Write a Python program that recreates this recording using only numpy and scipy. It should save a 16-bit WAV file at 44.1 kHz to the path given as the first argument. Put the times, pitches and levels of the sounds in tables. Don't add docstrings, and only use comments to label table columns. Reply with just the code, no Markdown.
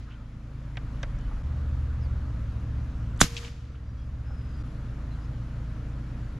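import sys
import numpy as np
from scipy import signal
from scipy.fft import rfft, irfft, next_fast_len
from scipy.io import wavfile
from scipy.ndimage import uniform_filter1d

SR = 44100
rng = np.random.default_rng(int(sys.argv[2]) if len(sys.argv) > 2 else 0)


def attenuation_scalar(level_db):
    decades = np.asarray(level_db, float) / 20
    return 10 ** decades


def master(y):
    cut = np.clip(np.atleast_2d(y).T, -1, 1)
    pcm = np.round(cut * 32767)
    wavfile.write(sys.argv[1], SR, pcm.astype(np.int16))


N = 281799
SHOT_S, EARLIER_S = 3.214, -0.42


def evened(x):
    return x / np.sqrt(np.mean(x ** 2) + 1e-20)


def read(points, hz):
    f, value = np.transpose(points)
    return np.interp(np.log(hz + 1), np.log(f + 1), value)


def curve(rows, outside=None):
    s, *columns = np.transpose(rows)
    t = np.arange(N) / SR
    return [np.interp(t, s, column, outside, outside) for column in columns]


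def add(mix, s, sound, lean_db):
    part = mix[:, round(s * SR):][:, :len(sound)]
    part += sound[:part.shape[1]] * attenuation_scalar([[lean_db / 2], [-lean_db / 2]])


def resonate(x, hz, width):
    turn = np.exp(2j * np.pi * np.cumsum(hz * np.ones(len(x))) / SR)
    r = np.exp(-np.pi * width / SR)
    return 2 * (turn * signal.lfilter([1 - r], [1, -r], x / turn)).real


def resonate_twice(x, hz, width):
    return resonate(resonate(x, hz, width), hz, width)


def passband(x, hz, spread):
    f = np.fft.rfftfreq(x.shape[-1], 1 / SR)
    bell = np.exp(-(np.log((f + 1) / hz) / spread) ** 2)
    return irfft(rfft(x) * bell, x.shape[-1])


def wander(per_s):
    steps = rng.standard_normal(500)
    return np.interp(np.arange(N) / SR * per_s, np.arange(len(steps)), steps)


def tone(hz, db, unsteady_db):
    phase = 2 * np.pi * (np.cumsum(hz * np.ones(N)) / SR + rng.random())
    return np.sqrt(2) * attenuation_scalar(db + unsteady_db * wander(per_s=9.)) * np.sin(phase)


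def since_shot(t, shot_s):
    return t - np.where(t > shot_s, shot_s, EARLIER_S)


# (frequency [Hz], level [dB per Hz])
YARD = [(20, -7.5), (70, -3.5), (150, -2.5), (300, -16), (400, -22), (560, -19), (800, -25.5), (1300, -22),
        (2000, -30), (4000, -38), (7000, -44), (8500, -53.5), (13000, -59), (14000, -72)]
# (time [s], level [dB])
BREEZE = [(0, 1.5), (.5, -.5), (1.2, 1.5), (2.3, 1), (3.8, 0.5), (6.39, 1)]
# (frequency [Hz], likeness [0-1])
SAME = [(60, 1.0), (180, 1.0), (550, 0.91), (1650, 0.75), (4970, 0.62), (15000, 0.5)]
# (frequency [Hz], left minus right [dB])
LEAN = [(60, 1.5), (180, -0.5), (550, 0), (1650, 3), (4970, 0.5), (15000, 8)]


def yard():
    frames, hz = N // 256 + 5, np.fft.rfftfreq(1024, 1 / SR)
    a, b, c, d, patches = rng.standard_normal((frames, 513, 5)).T
    patches = uniform_filter1d(patches, size=12, axis=0)
    patches = evened(uniform_filter1d(patches, size=10, axis=1))

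    s, db = np.transpose(BREEZE)
    middle = np.clip(hz / 600, 0, 1) * np.clip(2000 / (hz + 1), .15, 1)
    breeze_db = np.interp(np.arange(frames) * 256 / SR, s, db) * middle[:, None]

    same = np.clip(read(SAME, hz), -1, 1)[:, None]
    left = a + 1j * b
    right = same * left + np.sqrt(1 - same ** 2) * (c + 1j * d)
    lean_db = read(LEAN, hz)[:, None] / 2 * np.array([1, -1])[:, None, None]
    level_db = read(YARD, hz)[:, None] + lean_db + .9 * patches + breeze_db
    z = np.array([left, right]) * attenuation_scalar(level_db)
    wash = attenuation_scalar(-43.5) * evened(signal.istft(z, nperseg=1024, noverlap=768)[1][:, :N])

    buzz = evened(resonate_twice(rng.standard_normal(N), hz=10600, width=300))
    insect = buzz * attenuation_scalar(-84.5 + 1.5 * wander(per_s=22.0))
    return wash + insect * attenuation_scalar([[1.5], [-1.5]])


# (time [s], level over the calm [dB], half length [s])
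GUST = [
    (1.25, 16.5, 0.32),
    (2, 8, 0.3),
    (3.101, 5, 0.24),
    (5, -5, 0.27),
    (6.35, 4.5, 0.29),
]


def wind():
    rumble = resonate_twice(rng.standard_normal(N), hz=30, width=18)
    t = np.arange(N) / SR
    gust_db = sum(db * np.exp(-((t - s) / half) ** 2) for s, db, half in GUST)
    return attenuation_scalar(-49.5 + gust_db) * evened(rumble)


# (time [s], speed [turns per s])
GENERATOR = [(0, 27.33), (1.43, 27), (1.44, 27.6), (2.7, 27.5), (3.4, 27.1), (4.62, 27.65), (4.64, 27.7),
             (6.39, 28.1)]
# (multiple of the speed, level [dB rms])
ORDER_DB = [(1, -44.5), (2, -36.5), (3, -48.5), (4, -44), (5, -45.5), (6, -55), (6.5, -64), (7, -63),
            (8, -55.5), (9, -54.5), (10, -60), (11, -57.5), (16, -71.5), (17, -68)]
# (time [s], exhaust note [Hz], level [dB rms])
EXHAUST = [(1.4285, 73.4, -31.5), (1.75, 73.4, -29), (2.2, 73.3, -31.5), (2.36, 69.3, -38),
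           (2.55, 69.3, -33), (2.85, 70.5, -34.5), (3.3, 70.6, -38), (4.1, 70.6, -34.5),
           (4.6315, 70.6, -36)]


def engines():
    speed, = curve(GENERATOR)
    generator = sum(tone(k * speed, db, unsteady_db=1.77) for k, db in ORDER_DB)
    mains = tone(120 + 2. * wander(per_s=4.), -44, unsteady_db=2.5)

    hz, db = curve(EXHAUST, outside=-150)
    exhaust = tone(hz, db, unsteady_db=1.1)
    driveline = (hz > 0) * tone(1.593 * hz, -40, unsteady_db=1.35)

    t = np.arange(N) / SR - 5
    t60 = 7
    leaving = np.clip(t / .06, 0, 1) * tone(74.5, -43.5 - 60 * t.clip(0) / t60, unsteady_db=0.0)
    return generator + mains + exhaust + driveline + leaving


# (start [s], length [s], pitch [Hz], level [dB rms])
SQUEAKS = [(3.861, 0.092, 4900, -71), (3.947, .14, 5000, -71.5), (3.95, .09, 5820, -73),
           (3.84, .09, 5730, -74), (3.96, .1, 3300, -69), (4.242, 0.16, 5180, -70), (4.361, .13, 5010, -71),
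           (4.47, .17, 4950, -68.5), (4.573, 0.064, 5790, -76)]
SQUEAK_SAG_HZ_PER_S = 254
# (start [s], length [s], start pitch [Hz], end pitch [Hz], level [dB rms])
CHIRPS = [(0.09, 0.15, 1550, 1230, -57.5), (.095, 0.058, 2960, 3100, -59.5), (4.24, .13, 1600, 1290, -61),
          (4.56, .1, 1420, 1350, -63), (1.18, .1, 3000, 3050, -67), (2.005, 0.069, 5600, 4350, -66.5),
          (5.1, 0.057, 4150, 4000, -67), (5.2, .07, 4900, 5200, -73)]


def whistles():
    out = np.zeros((2, N))
    notes = [(s, length, hz, hz - SQUEAK_SAG_HZ_PER_S * length, db, 0) for s, length, hz, db in SQUEAKS]
    for row in CHIRPS:
        glide_hz = abs(row[3] - row[2])
        notes.append((*row, 120 + .14 * glide_hz))
    for s, length, start_hz, end_hz, db, width in notes:
        n = round(length * SR)
        hz = np.geomspace(start_hz, end_hz, n)
        hiss = rng.standard_normal(16000)[:n]
        sound = evened(resonate_twice(hiss, hz, width + 60))
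        if width < 20:
            sound = 1.02 * np.sin(2 * np.pi * np.cumsum(hz) / SR) + .55 * sound
        add(out, s, attenuation_scalar(db) * evened(sound) * signal.windows.tukey(n, .35), 1.5)
    return out


def blows(rows, loose, rise):
    out = np.zeros((2, N))
    t = np.arange(6000) / SR
    for s, db, hz, t60, lean_db in rows:
        noise = evened(passband(rng.standard_normal((3, len(t))), hz, spread=.33))
        rattle = .9 * (1 - np.exp(-(t60 / 0.01) ** 2))
        onset = (1 - np.exp(-t / (rise * t60))) ** 2
        shape = attenuation_scalar(db - 60 * t / t60) * onset
        ring = (1 - rattle) * np.sin(2 * np.pi * hz * t)
        add(out, s, shape * (ring + 0.65 * rattle * noise[0]), lean_db)
        part = out[:, round(s * SR):][:, :len(t)]
        part += loose * shape * noise[1:]
    return out


def strike(s, db, lean_db, modes):
    return [(s + ms / 1000, db + mode_db, hz, t60, lean_db) for hz, mode_db, t60, ms in modes]


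# (pitch [Hz], peak [dB], time to fade 60 dB [s], delay [ms])
TARGET = [(2800, -24.5, .055, 0), (4200, -31, 0.058, 0.56), (5600, -32, 0.054, .5)]
# (time [s], level [dB], left minus right [dB])
SMACKS = [
    (3.365, 2.5, 3.3),
    (3.374, -1, 5),
]
# (time [s], peak [dB], pitch [Hz], time to fade 60 dB [s])
SLAPS = [
    (3.428, -32, 1400, 0.049),
    (3.446, -31.5, 2770, .05),
    (3.475, -35, 2388, .07),
]


def pellet():
    rows = [blow for row in SMACKS for blow in strike(*row, TARGET)]
    rows += [(*row, 0) for row in SLAPS]
    return blows(rows, loose=0.26, rise=0.015)


# (delay [s], level [dB rms], spread [s], time to fade 60 dB [s])
ECHO = [
    (.002, -23, .004, 0.15),
    (.018, -31.5, 0.015, .2),
    (.06, -42, .19, 0.27),
    (.15, -50, 0.11, 1.37),
]
# (frequency [Hz], level [dB per Hz])
ECHO_COLOUR = [(200, -13.5), (600, -7.5), (1300, -1), (2500, -1.5), (4500, -1.5), (7000, -2), (8500, -11),
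               (10500, -10), (13000, -14.5), (15500, -29.5)]


def echoes():
    front, across = rng.standard_normal((2, N)) * np.sqrt(rng.exponential(1, (2, N)))
    pair = np.array([front + 0.55 * across, front - .45 * across])
    hz, frame_s, z = signal.stft(pair, SR, nperseg=128)
    delay = np.clip(since_shot(frame_s, SHOT_S), 0, 1)
    air_db = -4.5 * delay * (hz[:, None] / 1000 - 4)
    colour = evened(attenuation_scalar(read(ECHO_COLOUR, hz))[:, None])
    tail = signal.istft(z * colour * attenuation_scalar(air_db), SR, nperseg=128)[1][:, :N] / np.std(front)

    t = since_shot(np.arange(N) / SR, SHOT_S)
    power = 0
    for s, db, spread, t60 in ECHO:
        rise = np.clip((t - s) / (.3 * s) + 1, 0, 1)
        fade = attenuation_scalar(db - 60 * (t - s - spread).clip(0) / t60)
        power = power + (rise * fade) ** 2
    return tail * np.sqrt(power) * attenuation_scalar(1.5 * wander(per_s=170.0))


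# (time [s], peak [dB], half width [s], left minus right [dB])
PUSHES = [(3.2159, -8, 0.00076, -5), (3.2201, -10, .0016, -4), (3.2276, -16, .0012, 0),
          (3.231, -21, 0.00097, -3), (3.2367, -20, .0014, 0.5), (3.2441, -15, 0.0012, -1),
          (3.2493, -24.5, .0015, -1.5), (3.257, -22, .0025, -0.5)]
# (time [s], level [dB rms])
TANK = [(3.225, -46), (3.3, -47), (3.45, -44), (3.5, -51.5), (3.58, -62), (3.65, -60), (3.8, -72)]


def air():
    out = np.zeros((2, N))
    for s, db, half, lean_db in PUSHES:
        u = (np.arange(800) - 400) / SR / half
        push = (1 - 0.49 * u ** 2) * np.exp(-u ** 2 / 2)
        add(out, s - 400 / SR, attenuation_scalar(db) * push, lean_db)
    t = np.arange(8000) / SR
    swing = -attenuation_scalar(-13 - 60 * t / .1) * np.sin(2 * np.pi * 38 * t)
    add(out, 3.2213, swing, 0)
    return out + tone(472, curve(TANK, outside=-150)[0], unsteady_db=-1.0)


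# (pitch [Hz], peak [dB], time to fade 60 dB [s], delay [ms])
HAMMER = [(1400, -24, 0.024, -3), (2950, -16, 0.02, -0.5), (6950, -18, 0.015, 0.3), (10500, -20.5, .01, 0),
          (5000, -19, .016, 2.5)]
VALVE = [(7103, 1.5, 0.0041, 0.025), (1500, -15, 0.0086, 0), (4500, -14, 0.018, .1),
         (7500, -20, 0.014, 1.2)]
MUZZLE = [(1430, 3, .003, 0.5), (700, -14.5, .008, 0), (6000, -1.5, .011, .4), (10020, -10.5, .007, 1),
          (12000, -20, 0.0079, 1), (3500, -9, .013, 1), (2200, -19, 0.014, 1.5)]
LEVER_OUT = [(676, -36.5, 0.053, 1.2), (1370, -36, .06, 1.95), (1950, -32, 0.034, 0.15),
             (2920, -36.5, .03, 1), (3500, -34.5, 0.018, 0.13), (5500, -43, 0.013, 0.19)]
LEVER_HOME = [(606, -37.5, 0.073, 0.42), (1100, -37, 0.051, 1.26), (1750, -29, 0.038, 1.88),
              (3280, -35, 0.028, 0.36), (4770, -38, .025, 0.17), (6350, -40, 0.009, 0.15)]
# (time [s], level [dB], left minus right [dB])
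FIRING = [
    (3.2055, 5.5, 0),
    (3.2113, 5.499, -2.5),
    (3.2141, 5, -2.5),
]
# (time [s], level [dB], left minus right [dB])
COCKING = [
    (.77, 2.9, -.5),
    (1.0295, 3.9, -1),
]
# (time [s], peak [dB], pitch [Hz], time to fade 60 dB [s])
TRIGGER = [(3.161, -48, 5000, 0.021), (3.1745, -43.5, 6500, .015), (3.191, -37.5, 3500, .03),
           (3.193, -40, 9000, .03), (3.2, -29, 7500, .012), (3.202, -25, 2500, 0.033)]
# (time [s], peak [dB], pitch [Hz], time to fade 60 dB [s])
HANDS = [(0.069, -42, 1340, 0.28), (.1, -43.5, 2590, 0.23), (.756, -39, 2000, 0.024),
         (1.187, -47, 6000, 0.014), (1.21, -51, 5000, .02), (1.295, -55, 3500, .03), (1.31, -39, 990, 0.09),
         (3.698, -37, 400, 0.038), (3.74, -45, 1400, 0.11), (3.749, -45.5, 2700, 0.063),
         (4.3, -46, 1300, .13), (4.3, -39.5, 700, .1), (4.41, -48.5, 2770, .03)]
TICKS_LEAN_DB = -1


def rifle():
    firing = [(*row, TICKS_LEAN_DB) for row in TRIGGER]
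    for row, modes in zip(FIRING, (HAMMER, VALVE, MUZZLE)):
        firing += strike(*row, modes)
    handling = strike(*COCKING[0], LEVER_OUT) + strike(*COCKING[1], LEVER_HOME)
    handling += [(*row, TICKS_LEAN_DB) for row in HANDS]
    x = blows(firing, loose=0.11, rise=0.044) + air() + blows(handling, loose=0.17, rise=0.024)

    n, left_lag_s = next_fast_len(N), .000016
    half_turn = np.pi * np.fft.rfftfreq(n, 1 / SR) * left_lag_s
    turn = np.exp(-1j * half_turn * np.array([[1], [-1]]))
    return irfft(rfft(x, n) * turn, n)[:, :N]


def scene():
    return yard() + wind() + engines() + whistles() + pellet() + echoes() + rifle()


def roll_off(x):
    return signal.sosfilt(signal.butter(12, 16500, fs=SR, output="sos"), x)


# (time [s], fade [s])
CUTS = [
    (1.4285, 0.0052),
    (4.6315, 0.0062),
    (6.39, 0.0039),
]


def record(dry):
    taps = signal.firwin(65, 15000, window=("kaiser", 7), fs=SR)
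    x = signal.oaconvolve(dry, taps[None], "same")

    t = np.arange(N) / SR
    since = since_shot(t, SHOT_S + .008)
    duck_db, duck_s, hold_s, recover_db_per_s = 6.5, 0.068, 0.52, 7.5
    recovering_db = np.clip(duck_db - recover_db_per_s * (since - hold_s).clip(0), 0, None)
    x = x * attenuation_scalar(-np.clip(since / duck_s, 0, 1) * recovering_db)
    x = np.clip(x, -1, 1)
    for s, fade in CUTS:
        x = x * np.clip(abs(t - s) / fade, 0, 1)
    return roll_off(x)


dry = scene()
out = record(dry)
master(out)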